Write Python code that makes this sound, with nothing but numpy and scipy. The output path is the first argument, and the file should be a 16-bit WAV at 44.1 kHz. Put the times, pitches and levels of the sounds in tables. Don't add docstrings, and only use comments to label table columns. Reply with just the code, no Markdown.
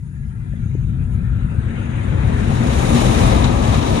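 import sys
import numpy as np
from scipy import signal
from scipy.fft import rfft, irfft
from scipy.io import wavfile
from scipy.ndimage import uniform_filter1d, minimum_filter1d

SR = 44100
rng = np.random.default_rng(int(sys.argv[2]) if len(sys.argv) > 2 else 0)


def generate_wav(sig):
    pcm = np.round(np.clip(np.atleast_2d(sig).T, -1, 1) * 32767).astype(np.int16)
    wavfile.write(sys.argv[1], SR, pcm)


N = 176400

# (time [s], level [dB])
ROAR_LEVEL = [(0, -44.5), (1.1, -25), (1.45, -20.5), (1.65, -17), (2, -12.5), (2.3, -8), (2.65, -5.5),
              (2.95, -1.1), (3.25, -0.3), (3.45, -3), (3.8, -2.5), (4, -2)]


def from_db(db):
    return 10 ** (np.asarray(db) / 20)


def unit_rms(x):
    return x / np.sqrt(np.mean(x ** 2) + 1e-20)


def seconds():
    return np.arange(N) / SR


def bin_hz():
    return np.arange(N // 2 + 1) * SR / N


def in_time(rows):
    return np.interp(seconds(), *np.transpose(rows))


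def at_hz(rows, hz):
    points, *columns = np.transpose(rows)
    return np.array([np.interp(np.log(hz), np.log(points), c) for c in columns])


def drift(rate_hz):
    step, settling = 40, 2000
    pole = np.exp(-2 * np.pi * rate_hz * step / SR)
    noise = rng.standard_normal(N // step + settling + 2)
    slow = signal.lfilter([1], [1, -2 * pole, pole * pole], noise)[settling:]
    return np.interp(np.arange(N) / step, np.arange(len(slow)), unit_rms(slow))


def stereo_noise(spectrum):
    # (frequency [Hz], coherence [0-1])
    likeness = [(200, 1), (400, 0.62), (650, 0.81), (1000, 0.53), (1500, 0.26), (3000, 0.24), (6000, 0.08)]
    # (frequency [Hz], phase [rad])
    left_phase = [(430, -1.64), (620, -2.5), (750, -2.5), (950, -3), (1400, -4), (2000, -8.5),
                  (3200, -11.5)]
    hz = np.maximum(bin_hz(), 1)
    left, independent = rfft(rng.standard_normal((2, N)))
    coherence = at_hz([(110, .998)] + list(likeness), hz)[0]
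    phase = at_hz(left_phase, hz)[0] * np.minimum(hz / left_phase[0][0], 1)
    right = (coherence * left + np.sqrt(1 - coherence ** 2) * independent) * np.exp(-1j * phase)
    roll_off = np.minimum(hz / spectrum[0][0], 1) ** 4 * np.minimum(spectrum[-1][0] / hz, 1) ** 8
    return irfft(np.array([left, right]) * from_db(at_hz(spectrum, hz)) * roll_off * np.sqrt(SR / 2), N)


def narrow_noise(hz, width_hz):
    phase = 2 * np.pi * np.cumsum(hz) / SR
    return drift(width_hz) * np.cos(phase) + drift(width_hz) * np.sin(phase)


def airy_note(curve, width_hz, right_db):
    times, hz, db = np.transpose(curve)
    pitch, level = np.interp(seconds(), times, hz), np.interp(seconds(), times, db)
    left, right = narrow_noise(pitch, width_hz), narrow_noise(pitch, width_hz)
    return np.array([left, from_db(right_db) * right]) * from_db(level)


def split_bands(x, band_of_bin, count):
    spectrum = rfft(x)
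    return (irfft(spectrum * np.maximum(1 - abs(band_of_bin - k), 0), N) for k in range(count))


def flutter(x, shared_db, octave_db, rate_hz):
    octave = np.log2(np.maximum(bin_hz() / 32, 1))
    out = sum(band * from_db(octave_db * drift(rate_hz)) for band in split_bands(x, octave, 10))
    return out * from_db(shared_db * drift(rate_hz))


def shimmer(x, depth_db, rate_hz, count=44):
    place = np.interp(np.log(np.maximum(bin_hz(), 1)), np.log([400, 12000]), [0, count - 1])
    return sum(band * from_db(depth_db * drift(rate_hz)) for band in split_bands(x, place, count))


def scatter(x, share, spread_s, count=12):
    out = x.copy()
    for channel in range(2):
        for delay, sign in zip(rng.random(count), rng.choice([-1, 1], count)):
            echo = np.roll(x[channel], int((0.1018 + delay) * spread_s * SR))
            out[channel] += sign * share / np.sqrt(count) * echo
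    return out / np.sqrt(1 + share ** 2)


def brighten(x, tilt, hinge_hz):
    octave = np.log2(np.maximum(bin_hz() / hinge_hz, 1))
    slope = in_time(tilt)
    return sum(band * from_db(k / 2 * slope) for k, band in enumerate(split_bands(x, 2 * octave, 7)))


def outdoor_air():
    # (frequency [Hz], left [dB], right [dB])
    spectrum = [(400, -97, -106), (2000, -117, -125), (4000, -105, -109), (5400, -112, -106),
                (6600, -99, -110), (7750, -105, -105), (8300, -115, -105), (9400, -122, -92.5),
                (10040, -127, -95), (11370, -129, -112), (15500, -127, -125)]
    return shimmer(stereo_noise(spectrum), depth_db=2.2, rate_hz=12)


def leaf_rustle():
    # (frequency [Hz], left [dB], right [dB])
    spectrum = [(6000, -108, -110), (6800, -89, -96), (7400, -106, -104), (8500, -100, -95),
                (10000, -112, -89), (12000, -118, -104)]
    peak_s, spread_s = 1.135, 0.02
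    return stereo_noise(spectrum) * np.exp(-.5 * ((seconds() - peak_s) / spread_s) ** 2)


def insect():
    # (time [s], pitch [Hz], level [dB])
    whine = [(1.2, 7600, -92), (1.33, 7660, -71), (1.73, 7780, -67.5), (1.97, 7680, -69), (2.13, 7500, -62),
             (2.35, 7450, -88)]
    # (start [s], duration [s], level [dB], centre [Hz], bandwidth [Hz], right gain [dB])
    buzzes = [(0.49, 0.45, -61.5, 6600, 420, -8), (1.62, 0.75, -60, 6620, 400, -7)]
    fade_s, t = 0.18, seconds()
    out = airy_note(whine, width_hz=32, right_db=-10)
    for start, duration, db, hz, width_hz, right_db in buzzes:
        band = signal.butter(2, [hz - width_hz / 2, hz + width_hz / 2], "band", fs=SR, output="sos")
        envelope = np.clip(np.minimum(t - start, start + duration - t) / fade_s, 0, 1)
        flicker = from_db(2.4 * drift(40))
        buzz = unit_rms(signal.sosfilt(band, rng.standard_normal((2, N))))
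        out += envelope * flicker * buzz * from_db([[db], [db + right_db]])
    return out


def microphone_bumps():
    # (time [s], envelope peak [dB], frequency [Hz], rise time [s], right gain [dB])
    knocks = [(.535, -33, 560, .0026, -13), (.658, -9, 135, .004, -6), (.7505, -14.5, 320, .0025, -16),
              (1.053, -10, 75, .005, -6), (1.446, -5, 105, .0045, -6)]
    out = 0
    for start, db, hz, rise_s, right_db in knocks:
        age = np.maximum(seconds() - start, 0)
        envelope = (age / rise_s * np.exp(1 - age / rise_s)) ** 2
        out += from_db([[db], [db + right_db]]) * envelope * np.sin(2 * np.pi * hz * age)
    return out


def far_resonances():
    # (centre [Hz], width [Hz], level before the envelope [dB])
    resonances = [(703, 36, -61.5), (907, 40, -62), (1376, 40, -57.5), (1648, 40, -57.5), (1815, 37, -62.5),
                  (2020, 35, -64.5), (2410, 50, -66), (3360, 60, -75), (3760, 100, -69.5)]
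    # (time [s], level [dB])
    envelope = [(0, -7), (.3, 0), (.8, -1), (1.4, 3.5), (2.2, 5), (3, 6)]
    wander, fading_db, right_db = .008, 4, -7
    out = 0
    for hz, width_hz, db in resonances:
        pitch = hz * (1 + wander * drift(3.95))
        left, independent = narrow_noise(pitch, width_hz), narrow_noise(pitch, width_hz)
        right = from_db(right_db) * (independent - left) / np.sqrt(2)
        out += from_db(db + fading_db * drift(7.7)) * np.array([left, right])
    return out * from_db(in_time(envelope))


def tyre_hum():
    # (frequency [Hz], left [dB], right [dB])
    spectrum = [(500, -80, -73), (730, -71.5, -72.5), (856, -61, -68), (1000, -62, -71), (1110, -65.5, -69),
                (1240, -61, -70.5), (1960, -63.5, -69.5), (2415, -65.5, -69), (3220, -74, -76),
                (3580, -74, -83.5), (3930, -74, -84.5), (4470, -93, -86.5), (5400, -102, -93.5),
                (6400, -85, -85), (7730, -87.5, -93.5), (9300, -121, -79), (12000, -155, -109)]
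    # (time [s], depth [dB])
    fading = [(0, 4.5), (1.4, 4), (2.3, 1.5)]
    # (time [s], level [dB])
    envelope = [(0, -31.5), (0.6, -22), (0.9, -21.5), (1.4, -16.5), (1.8, -7.5), (2.2, -4), (2.6, -0.5),
                (3.2, 0.5), (4, -6.5)]
    hum = shimmer(stereo_noise(spectrum), depth_db=in_time(fading), rate_hz=9.8)
    return flutter(hum, shared_db=0.6, octave_db=0.95, rate_hz=21) * from_db(in_time(envelope))


def tyre_singing():
    # (frequency [Hz], left [dB], right [dB])
    spectrum = [(1170, -85.5, -97), (1344, -73, -80.5), (1660, -80.5, -98)]
    # (time [s], level [dB])
    envelope = [(0, -31), (.89, -17), (.93, -1), (1.1, -3), (1.38, 5.5), (1.55, 5.5), (2, 1)]
    return stereo_noise(spectrum) * from_db(in_time(envelope))


def high_ringing():
    # (time [s], pitch [Hz], level [dB])
    ringing = [(2.3, 6850, -75), (2.65, 6820, -52), (2.95, 6770, -42), (3.2, 6640, -45), (3.5, 6600, -60),
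               (4, 6560, -53)]
    return airy_note(ringing, width_hz=77, right_db=-2)


def body_rattles():
    # (time [s], peak gain [dB])
    clatters = [(3.439, -23), (3.741, -26)]
    # (frequency [Hz], left [dB], right [dB])
    spectrum = [(900, -24, -42), (2500, -37.5, -37), (3900, -27, -42), (4960, -50, -42), (6740, -40, -38.5),
                (10000, -67, -58)]
    attack_s, t60_s = 0.0047, 0.069
    envelope = 0
    for start, db in clatters:
        age = np.maximum(seconds() - start, 0)
        decay_db = 60 * np.maximum(age - attack_s, 0) / t60_s
        envelope += np.minimum(age / attack_s, 1) * from_db(db - decay_db)
    return envelope * stereo_noise(spectrum)


def tyre_hiss():
    # (frequency [Hz], left [dB], right [dB])
    spectrum = [(1170, -64, -65), (1730, -64.5, -62), (2450, -60, -67.5), (3420, -64, -66),
                (3730, -57, -70.5), (3930, -60, -70), (4300, -67.5, -70), (5170, -74, -69.5),
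                (5600, -71, -66), (6150, -70, -69.5), (6500, -66.5, -66.5), (6800, -66.5, -66.5),
                (7110, -74.5, -70.5), (8160, -82, -70), (9470, -88, -66.5), (10550, -97, -72.5),
                (11300, -103, -76), (13000, -110, -85), (15500, -114, -97)]
    # (time [s], slope above the hinge [dB/octave])
    tilt = [(1.6, -9), (2.2, -1), (2.4, -0.5), (2.6, -1), (2.75, 0.3), (3, 1.4), (3.4, -1.5), (3.52, -1.2),
            (4, -2.2)]
    # (time [s], level [dB])
    envelope = [(1.6, -50), (2.1, -26), (2.35, -17), (2.55, -11), (2.75, -5.5), (3, -0.8), (3.1, -3),
                (3.27, 0), (3.43, -4.5), (3.51, -6.5), (3.75, -3.5), (4, -2.5)]
    hiss = scatter(stereo_noise(spectrum), share=0.25, spread_s=.012)
    hiss = flutter(hiss, shared_db=0.78, octave_db=0.94, rate_hz=22)
    return brighten(hiss, tilt, hinge_hz=4000) * from_db(in_time(envelope))


def tyre_roar():
    # (frequency [Hz], left [dB], right [dB])
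    spectrum = [(144, -47, -53.5), (217.5, -36.5, -43), (288, -40, -47.5), (445, -46.5, -51.5),
                (521, -43.5, -55.5), (585, -47.5, -57.5), (720, -46.5, -55.5), (904, -49, -54.5),
                (1287, -55, -63), (1540, -76.5, -77), (2500, -66.5, -85)]
    # (time [s], slope above the hinge [dB/octave])
    tilt = [(1, -8), (1.6, -7.5), (2.1, -5), (2.6, -1.5), (3.2, 1.5), (4, 0.9)]
    roar = scatter(stereo_noise(spectrum), share=0.14, spread_s=.02)
    roar = flutter(roar, shared_db=0.34, octave_db=0.97, rate_hz=11.7)
    return brighten(roar, tilt, hinge_hz=400) * from_db(in_time(ROAR_LEVEL))


def engine_drone():
    # (frequency [Hz], rms level at full roar [dB], wander [fraction of frequency])
    tones = [(62.14, -20.5, 0.05), (229.6, -25, 0.02754)]
    right_db, right_lead_s = -2.5, 0.0002
    swell_db = 0.79 * in_time(ROAR_LEVEL)
    out = np.zeros((2, N))
    for hz, db, wander in tones:
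        phase = 2 * np.pi * np.cumsum(hz * (1 + wander * drift(12.24))) / SR
        amplitude = np.sqrt(2) * from_db(db + 2.35 * drift(7.2) + swell_db)
        right = from_db(right_db) * np.sin(phase + 2 * np.pi * hz * right_lead_s)
        out += amplitude * np.array([np.sin(phase), right])
    return out


def exhaust():
    # (frequency [Hz], left [dB], right [dB])
    spectrum = [(20, -66, -61), (34.2, -38, -43), (57, -31.5, -40), (130.6, -31.5, -37), (179, -39, -48),
                (228, -44, -48.5), (285, -55.5, -66.5), (437, -66.5, -75), (700, -91.5, -88)]
    # (time [s], level [dB])
    envelope = [(0, -15.5), (0.35, -11.5), (0.7, -5), (1.1, -5.5), (1.4, -5), (2, -9), (2.3, -2.5),
                (2.6, -3.5), (3.25, 0), (3.6, -2.5), (4, -3)]
    rumble = flutter(stereo_noise(spectrum), shared_db=.5, octave_db=0.6, rate_hz=5.4)
    return rumble * from_db(in_time(envelope))


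def vehicle():
    # (time [s], added delay [s])
    left_delay = [(0, -.0001), (1.2, -.00008), (2.2, 0), (3, .00017), (4, .00022)]
    left, right = exhaust() + engine_drone()
    delayed_left = np.interp(seconds() - in_time(left_delay), seconds(), left)
    tyres = tyre_hum() + tyre_singing() + tyre_roar() + tyre_hiss() + far_resonances()
    return np.array([delayed_left, right]) + tyres + high_ringing() + body_rattles()


def scene():
    return outdoor_air() + vehicle() + microphone_bumps() + insect() + leaf_rustle()


def record(dry):
    ceiling, window_s, cutoff_hz = .99, .008, 15700
    window = int(window_s * SR)
    needed_gain = ceiling / np.maximum(abs(dry).max(axis=0), ceiling)
    gain = uniform_filter1d(minimum_filter1d(needed_gain, window), window)
    low_pass = signal.ellip(12, .1, 80, cutoff_hz, fs=SR, output="sos")
    return signal.sosfilt(low_pass, dry * gain)


dry = scene()
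out = record(dry)
generate_wav(out)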